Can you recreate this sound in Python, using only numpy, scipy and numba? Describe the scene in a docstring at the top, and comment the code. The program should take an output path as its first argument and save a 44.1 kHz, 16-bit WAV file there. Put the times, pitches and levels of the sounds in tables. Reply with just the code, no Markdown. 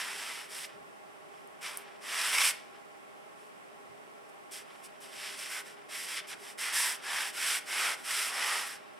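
"""Socked feet scuff over dusty concrete in a small brick room: wipes and steps, then strokes to and fro.
Cloth drags on the rough floor as countless tiny slips, coloured by the hollow gap under the foot.
Sand crunches under the sole, a grain snaps, and denim brushes as the legs swing.
A fan drones faintly behind, and the bare walls add a short ring."""
import sys
import numpy as np
from scipy import signal
from scipy.fft import rfft, irfft
from scipy.io import wavfile
from numba import njit

SR = 44100
rng = np.random.default_rng(int(sys.argv[2]) if len(sys.argv) > 2 else 0)


def digitize_waveform(pressure):
    """Quantize a signal to 16-bit integers and store it at the path in sys.argv[1].

    Rows of a 2-D input are taken as channels; values are limited to [-1, 1].
    """
    field = np.atleast_2d(pressure).T
    bounded = np.clip(field, -1, 1)
    quanta = np.round(bounded * 32767).astype(np.int16)
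    wavfile.write(sys.argv[1], SR, quanta)


N = 396459
T = np.arange(N) / SR
FREQS = np.fft.rfftfreq(N, 1 / SR) + 1e-3
OPPOSED = np.array([[1], [-1]])  # side signal: plus on the left, minus on the right

# room tone EQ, mid and side: frequency_hz, gain_db
AIR_MID_EQ = [(25, -40.5), (170, -3.5), (500, -0.5), (700, 2.5), (1000, -2), (1550, -5.5), (2050, -4),
              (3100, -9.5), (4200, -17.5), (5400, -15.5), (6600, -21.5), (8300, -15), (11000, -20),
              (15400, -32)]
AIR_SIDE_EQ = [(25, -50), (80, -18), (170, -4.5), (300, -2), (700, -2), (1500, -6), (2100, -10),
               (3100, -16.5), (4200, -28), (5400, -25), (6600, -29), (8400, -25.5), (15400, -37)]
# tones of the fan's drone: pitch_hz, width_hz, level_db
FAN_TONES = [(403.7, 17.5, -64.5), (614, 20, -65.5), (807.6, 13.5, -64.5), (1095, 41, -66), (1349, 22, -72)]
# denim and sock brushing as a leg swings or turns: centre_s, length_s, level_db
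LEG_SWISHES = [(.48, .09, -61), (1.39, .22, -69), (3.43, .22, -66.5), (4.294, .03, -63), (4.76, .32, -66.5),
               (4.853, .065, -50.5), (7.645, .06, -63), (8.0, 0.17, -54)]
# soft cloth rustles, and the sock rubbing faintly on the floor between strokes:
# centre_s, length_s, level_db
SOFT_RUSTLES = [(.47, .1, -55), (.72, .12, -54.5), (1.36, .22, -64), (1.88, 0.42, -56.5),
                (2.75, 0.28, -63.5), (4.78, 0.83, -60.5), (5.8, .16, -58), (6.25, .08, -53.5),
                (7.0, .1, -52.5), (8.0, .12, -54), (8.88, 0.49, -60)]
# soft bumps of leg and foot: centre_s, length_s, level_db
LEG_BUMPS = [(.8, .17, -63), (3.91, 0.13, -66), (6.34, .089, -69)]
# single grains snapping: start_s, peak_db
GRAIN_SNAPS = [(1.475, -43), (1.7725, -20), (1.774, -22.5), (1.7845, -42)]
# ring of a snapped grain: pitch_hz, width_hz, gain_db
GRAIN_RING = [(9200, 340, 6), (9900, 350, -4), (11400, 440, 0), (13400, 500, -15)]
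# colour of cloth on concrete: frequency_hz, gain_db
CLOTH_EQ = [(40, -57), (200, -28.5), (450, -15.5), (850, -6), (1250, -3.5), (2000, -2), (2600, -2.5),
            (3300, -3), (4250, -9.5), (5350, -2.5), (6600, -12.5), (8000, -5), (9300, -5.5), (12300, -13),
            (15500, -30.5)]
# the sole catches and rasps briefly: centre_s, length_s, level_db
SOLE_CATCHES = [(.648, 0.032, -46.5), (1.663, 0.088, -43.5), (2.331, 0.0032, -35), (2.353, .016, -35),
                (2.385, .009, -23), (2.416, 0.031, -29.5), (5.26, .11, -49), (6.188, 0.077, -39.5)]
# slides of a sole: start_s, length_s, level_db, growth_db, sand_db, weight_db, brighten_db,
# lower_hz, upper_hz, ring_strength
# Growth and brightening run from landing to lifting; sand and weight trim the treble and the body.
# The last three are the resonances of the gap under the foot.
SOLE_SLIDES = [ (-.095, 0.24, -38.5, -20, -7, -3, -13, 1020, 1820, .9),
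               (.03, .457, -42.6, -1, -5, -2.5, -1, 870, 2010, .4),
               (.484, 0.19, -46.4, 2.5, 1.5, -3, 1, 1030, 2000, .4),
               (1.607, .25, -48.8, -21.5, -4, 4, -6, 1060, 2230, 0.86),
               (2.004, 0.36, -35, 14.5, -4.5, -3.5, 4, 1150, 1920, .6),
               (2.314, 0.21, -30, 1.5, -2, -5, 4, 1100, 2260, 1.17),
               (2.43, 0.088, -42.5, -2, 7, -8, -1, 1240, 2200, .4),
               (4.508, .13, -50.4, -7.5, 2, -20, -12, 1110, 2180, 0.078),
               (5.0, .109, -55, -3, -.6, -2, -13, 1090, 1930, .4),
               (5.081, 0.33, -45.3, 5.5, -4.5, -11, -1, 1010, 2100, .2),
               (5.371, .14, -43.1, 4, -3, -13, -13, 1040, 2210, .4),
               (5.485, 0.14, -40.5, 2, -2, -2, -5, 1498, 2050, 1.4),
               (5.644, .121, -53.2, -11, -5.5, -6, -10, 1500, 1870, 1.3),
               (5.883, 0.18, -42.5, -1, -1.5, -12, 7, 950, 2010, 0.76),
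               (6.026, 0.18, -41.1, 4.5, -2.2, -9, 2, 1070, 2020, .4),
               (6.267, .086, -44, 11, -4.5, -6.5, -17, 1160, 1830, .1),
               (6.361, 0.18, -51.5, 14, -1, -3, -2, 970, 2030, 1.0),
               (6.575, 0.24, -37.5, -13, -6.4, -4.5, -9, 1120, 1960, 1.0),
               (6.724, 0.25, -33.5, -6, 1.2, -7.5, -6.5, 980, 1790, 1.5),
               (7.012, .309, -35, 2.5, -6, -3.5, 5.5, 890, 1720, 0.99),
               (7.321, 0.28, -34, 9.5, -1.5, -6, 3, 1510, 2170, 0.86),
               (7.651, 0.31, -33, 8.5, -5, -.5, -3, 1472, 2140, 0.94),
               (8.032, 0.28, -34.7, 0.5, -1, -5.5, 2, 1360, 2020, .9),
               (8.259, 0.43, -34.5, 1.5, -5, 1, 2, 1200, 1890, 0.76),
               (8.653, 0.13, -44.5, -3.5, -3.5, -8, -6, 1030, 1680, 1.0)]


def undb(db):
    """Decibels to gain."""
    return 10 ** (np.asarray(db) / 20)


def unit(x):
    """Scale to rms 1."""
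    return x / np.sqrt(np.mean(x ** 2))


def eq_curve(points):
    """Gain at every frequency from points of frequency_hz, gain_db."""
    hz, db = np.transpose(points)
    return undb(np.interp(np.log(FREQS), np.log(hz), db))


def filtered(x, gain):
    """Apply a frequency response."""
    return irfft(rfft(x) * gain, N)


def resonance(hz, width):
    """Response of one damped mode, gain 1 at its centre."""
    return 1 / (1 + 1j * (FREQS ** 2 - hz ** 2) / (FREQS * width))


def below(hz, order):
    """Smooth low-pass curve; one minus it is the matching high-pass."""
    return 1 / (1 + (FREQS / hz) ** order)


def noise():
    """White noise."""
    return rng.standard_normal(N)


def flutter(rate_hz):
    """Smooth random modulation, rms 1, rolling off above rate_hz."""
    return unit(filtered(noise(), below(rate_hz, order=4)))


def swells(rows):
    """Envelope of rounded swells from rows of centre_s, length_s, level_db."""
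    return sum(undb(db) * np.cos(np.pi * np.clip((T - centre) / length, -.5, .5)) ** 2
               for centre, length, db in rows)


@njit
def swept_band(x, hz, width):
    """State-variable band-pass with a moving centre, gain 1 there."""
    out, band_state, low_state = np.empty(len(x)), 0., 0.
    for i in range(len(x)):
        tuning, damping = np.tan(np.pi * hz[i] / SR), width / hz[i]
        band = (band_state + tuning * (x[i] - low_state)) / (1 + tuning * (tuning + damping))
        band_state = 2 * band - band_state
        low_state += 2 * tuning * band
        out[i] = damping * band
    return out


def air_and_fan():
    """A bed of steady room tone and the rough drone of a distant fan."""
    mid = undb(-58) * unit(filtered(noise(), eq_curve(AIR_MID_EQ)))
    side = undb(-53) * unit(filtered(noise(), eq_curve(AIR_SIDE_EQ)))
    fan_mid, fan_side = [
        sum(undb(db) * unit(filtered(noise(), resonance(hz, width))) for hz, width, db in FAN_TONES)
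        for _ in range(2)]
    return mid + fan_mid + OPPOSED * (side + undb(-1) * fan_side)


def brick_room(x, t60_low_s, t60_high_s, tail_db, early_db):
    """The floor and near bricks scatter the sound sideways; the walls ring briefly."""
    age = np.maximum(T - .004, 0)  # pre-delay
    low = below(4700, order=2)
    tails = [filtered(noise() * undb(-60 * age / t60_low_s), low)
             + filtered(noise() * undb(-60 * age / t60_high_s), 1 - low) for _ in range(2)]
    tail_mid, tail_side = unit(np.array(tails) * (age > 0)) / np.sqrt(N)
    scatter = unit(noise() * np.exp(-T / .006) * (T > .0005)) / np.sqrt(N)
    colour = eq_curve([(300, 4), (700, -8), (1400, -12), (2500, -6), (4500, -17), (8000, -1), (14000, 4)])
    early = undb(early_db) * rfft(scatter) * colour
    wet = undb(tail_db) * rfft(tail_mid + OPPOSED * undb(-7) * tail_side) + OPPOSED * early
    pan_right_db = np.interp(FREQS, [2000, 5000, 9000, 13000], [.1, 1.3, 2.9, 1.8])
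    return filtered(x, undb(-OPPOSED * pan_right_db / 2) + wet)


def cloth_and_bumps():
    """Denim brushes, cloth rustles, the sock rubs faintly between strokes, and the legs bump dully."""
    cloth = eq_curve(CLOTH_EQ)
    swish = unit(filtered(noise(), cloth * (1 - below(2900, order=2))))
    rustle = unit(filtered(noise() * undb(3.1 * flutter(40)), cloth * below(3900, order=3)))
    thud = unit(filtered(noise(), resonance(hz=160, width=170) ** 2))
    return swish * swells(LEG_SWISHES) + rustle * swells(SOFT_RUSTLES) + thud * swells(LEG_BUMPS)


def grain_snaps():
    """A grain shoots from under the foot with a tiny, high ring."""
    clicks = np.zeros(N)
    for start, db in GRAIN_SNAPS:
        clicks[int(start * SR)] += undb(db)
    ring = sum(undb(db) * resonance(hz, width) for hz, width, db in GRAIN_RING)
    return filtered(clicks, ring / np.abs(irfft(ring, N)).max())


def sand_crackle(per_second, spread_db):
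    """Crunching sand: random clicks of either sign, a few louder than the rest."""
    struck = rng.random(N) < per_second / SR
    size = undb(spread_db * np.minimum(rng.exponential(size=N), 4))
    return unit(struck * size * rng.choice([-1, 1], N))


def friction(sand_share, judder_db):
    """Fibres slip on concrete in a dense hiss while sand crackles; the sole's grip judders."""
    hiss = np.sqrt(1 - sand_share) * noise()
    crackle = np.sqrt(sand_share) * sand_crackle(per_second=5000, spread_db=1.5)
    contact = (hiss + crackle) * undb(judder_db * flutter(76))
    cloth = eq_curve(CLOTH_EQ)
    mids = (FREQS > 1265) & (FREQS < 3550)  # this band is set to about rms 1
    return filtered(contact, cloth / np.sqrt(np.mean(cloth ** 2 * mids)))


def hollow(x, lower_hz, upper_hz, strength):
    """Two broad, gliding resonances of the gap under the foot colour the scuff."""
    ring = swept_band(x, lower_hz, width=234.0) * 0.77 + swept_band(x, upper_hz, width=247.0)
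    return (x + strength * ring) / np.sqrt(1 + 0.29 * strength * (2 + strength))


def footwork(body_power, rasp_power, sand_power, gap_glide):
    """Each layer follows load and a power of speed; the stronger of overlapping slides leads the gap."""
    body, rasp, sand, lower, upper, ring = np.zeros((6, N))
    for (start, length, db, growth_db, sand_db, weight_db, brighten_db,
         lower_hz, upper_hz, strength) in SOLE_SLIDES:
        place = np.clip((T - start) / length, 0, 1) - .5  # -.5 at landing, .5 at lifting
        speed = 1 - (2 * place) ** 2
        load_db, tilt_db = db + growth_db * place, brighten_db * place
        rubbing = speed ** rasp_power * undb(load_db)
        rasp += rubbing
        body += speed ** body_power * undb(load_db + weight_db - tilt_db)
        sand += speed ** sand_power * undb(load_db + sand_db + tilt_db)
        glide = 1 + gap_glide * (speed - 1)  # the gap's pitch rises with speed
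        lower += rubbing * glide * lower_hz
        upper += rubbing * glide * upper_hz
        ring += rubbing * strength
    sliding = rasp > 0
    gap = [np.interp(T, T[sliding], total[sliding] / rasp[sliding]) for total in (lower, upper, ring)]
    return body, rasp, sand, gap


def feet():
    """The scuff in three layers: low body from the sole's weight, a mid rasp and a sandy top."""
    body_level, rasp_level, sand_level, gap = footwork(
        body_power=0.84, rasp_power=0.93, sand_power=0.78, gap_glide=0.028)
    contact = friction(sand_share=0.46, judder_db=0.47)
    ringing = hollow(contact, *gap)
    low, high = below(1330, order=5), 1 - below(5150, order=3)
    body = filtered(ringing, low) * body_level * undb(0.1)
    rasp = filtered(ringing, 1 - low - high) * (rasp_level + swells(SOLE_CATCHES)) * undb(0.25)
    sand = filtered(contact, high) * sand_level * undb(-0.37)
    return body + rasp + sand


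def scene():
    """Feet, grains and cloth in the room, over a bed that leans slightly right."""
    bed = air_and_fan() * undb(OPPOSED * -.6)
    foley = feet() + grain_snaps() + cloth_and_bumps()
    return brick_room(foley, t60_low_s=0.44, t60_high_s=0.21, tail_db=-11.5, early_db=-7.5) + bed


def record(dry):
    """A steep high cut at 15.8 kHz."""
    return signal.sosfilt(signal.ellip(10, .1, 80, 15800, fs=SR, output="sos"), dry)


dry = scene()
out = record(dry)
digitize_waveform(out)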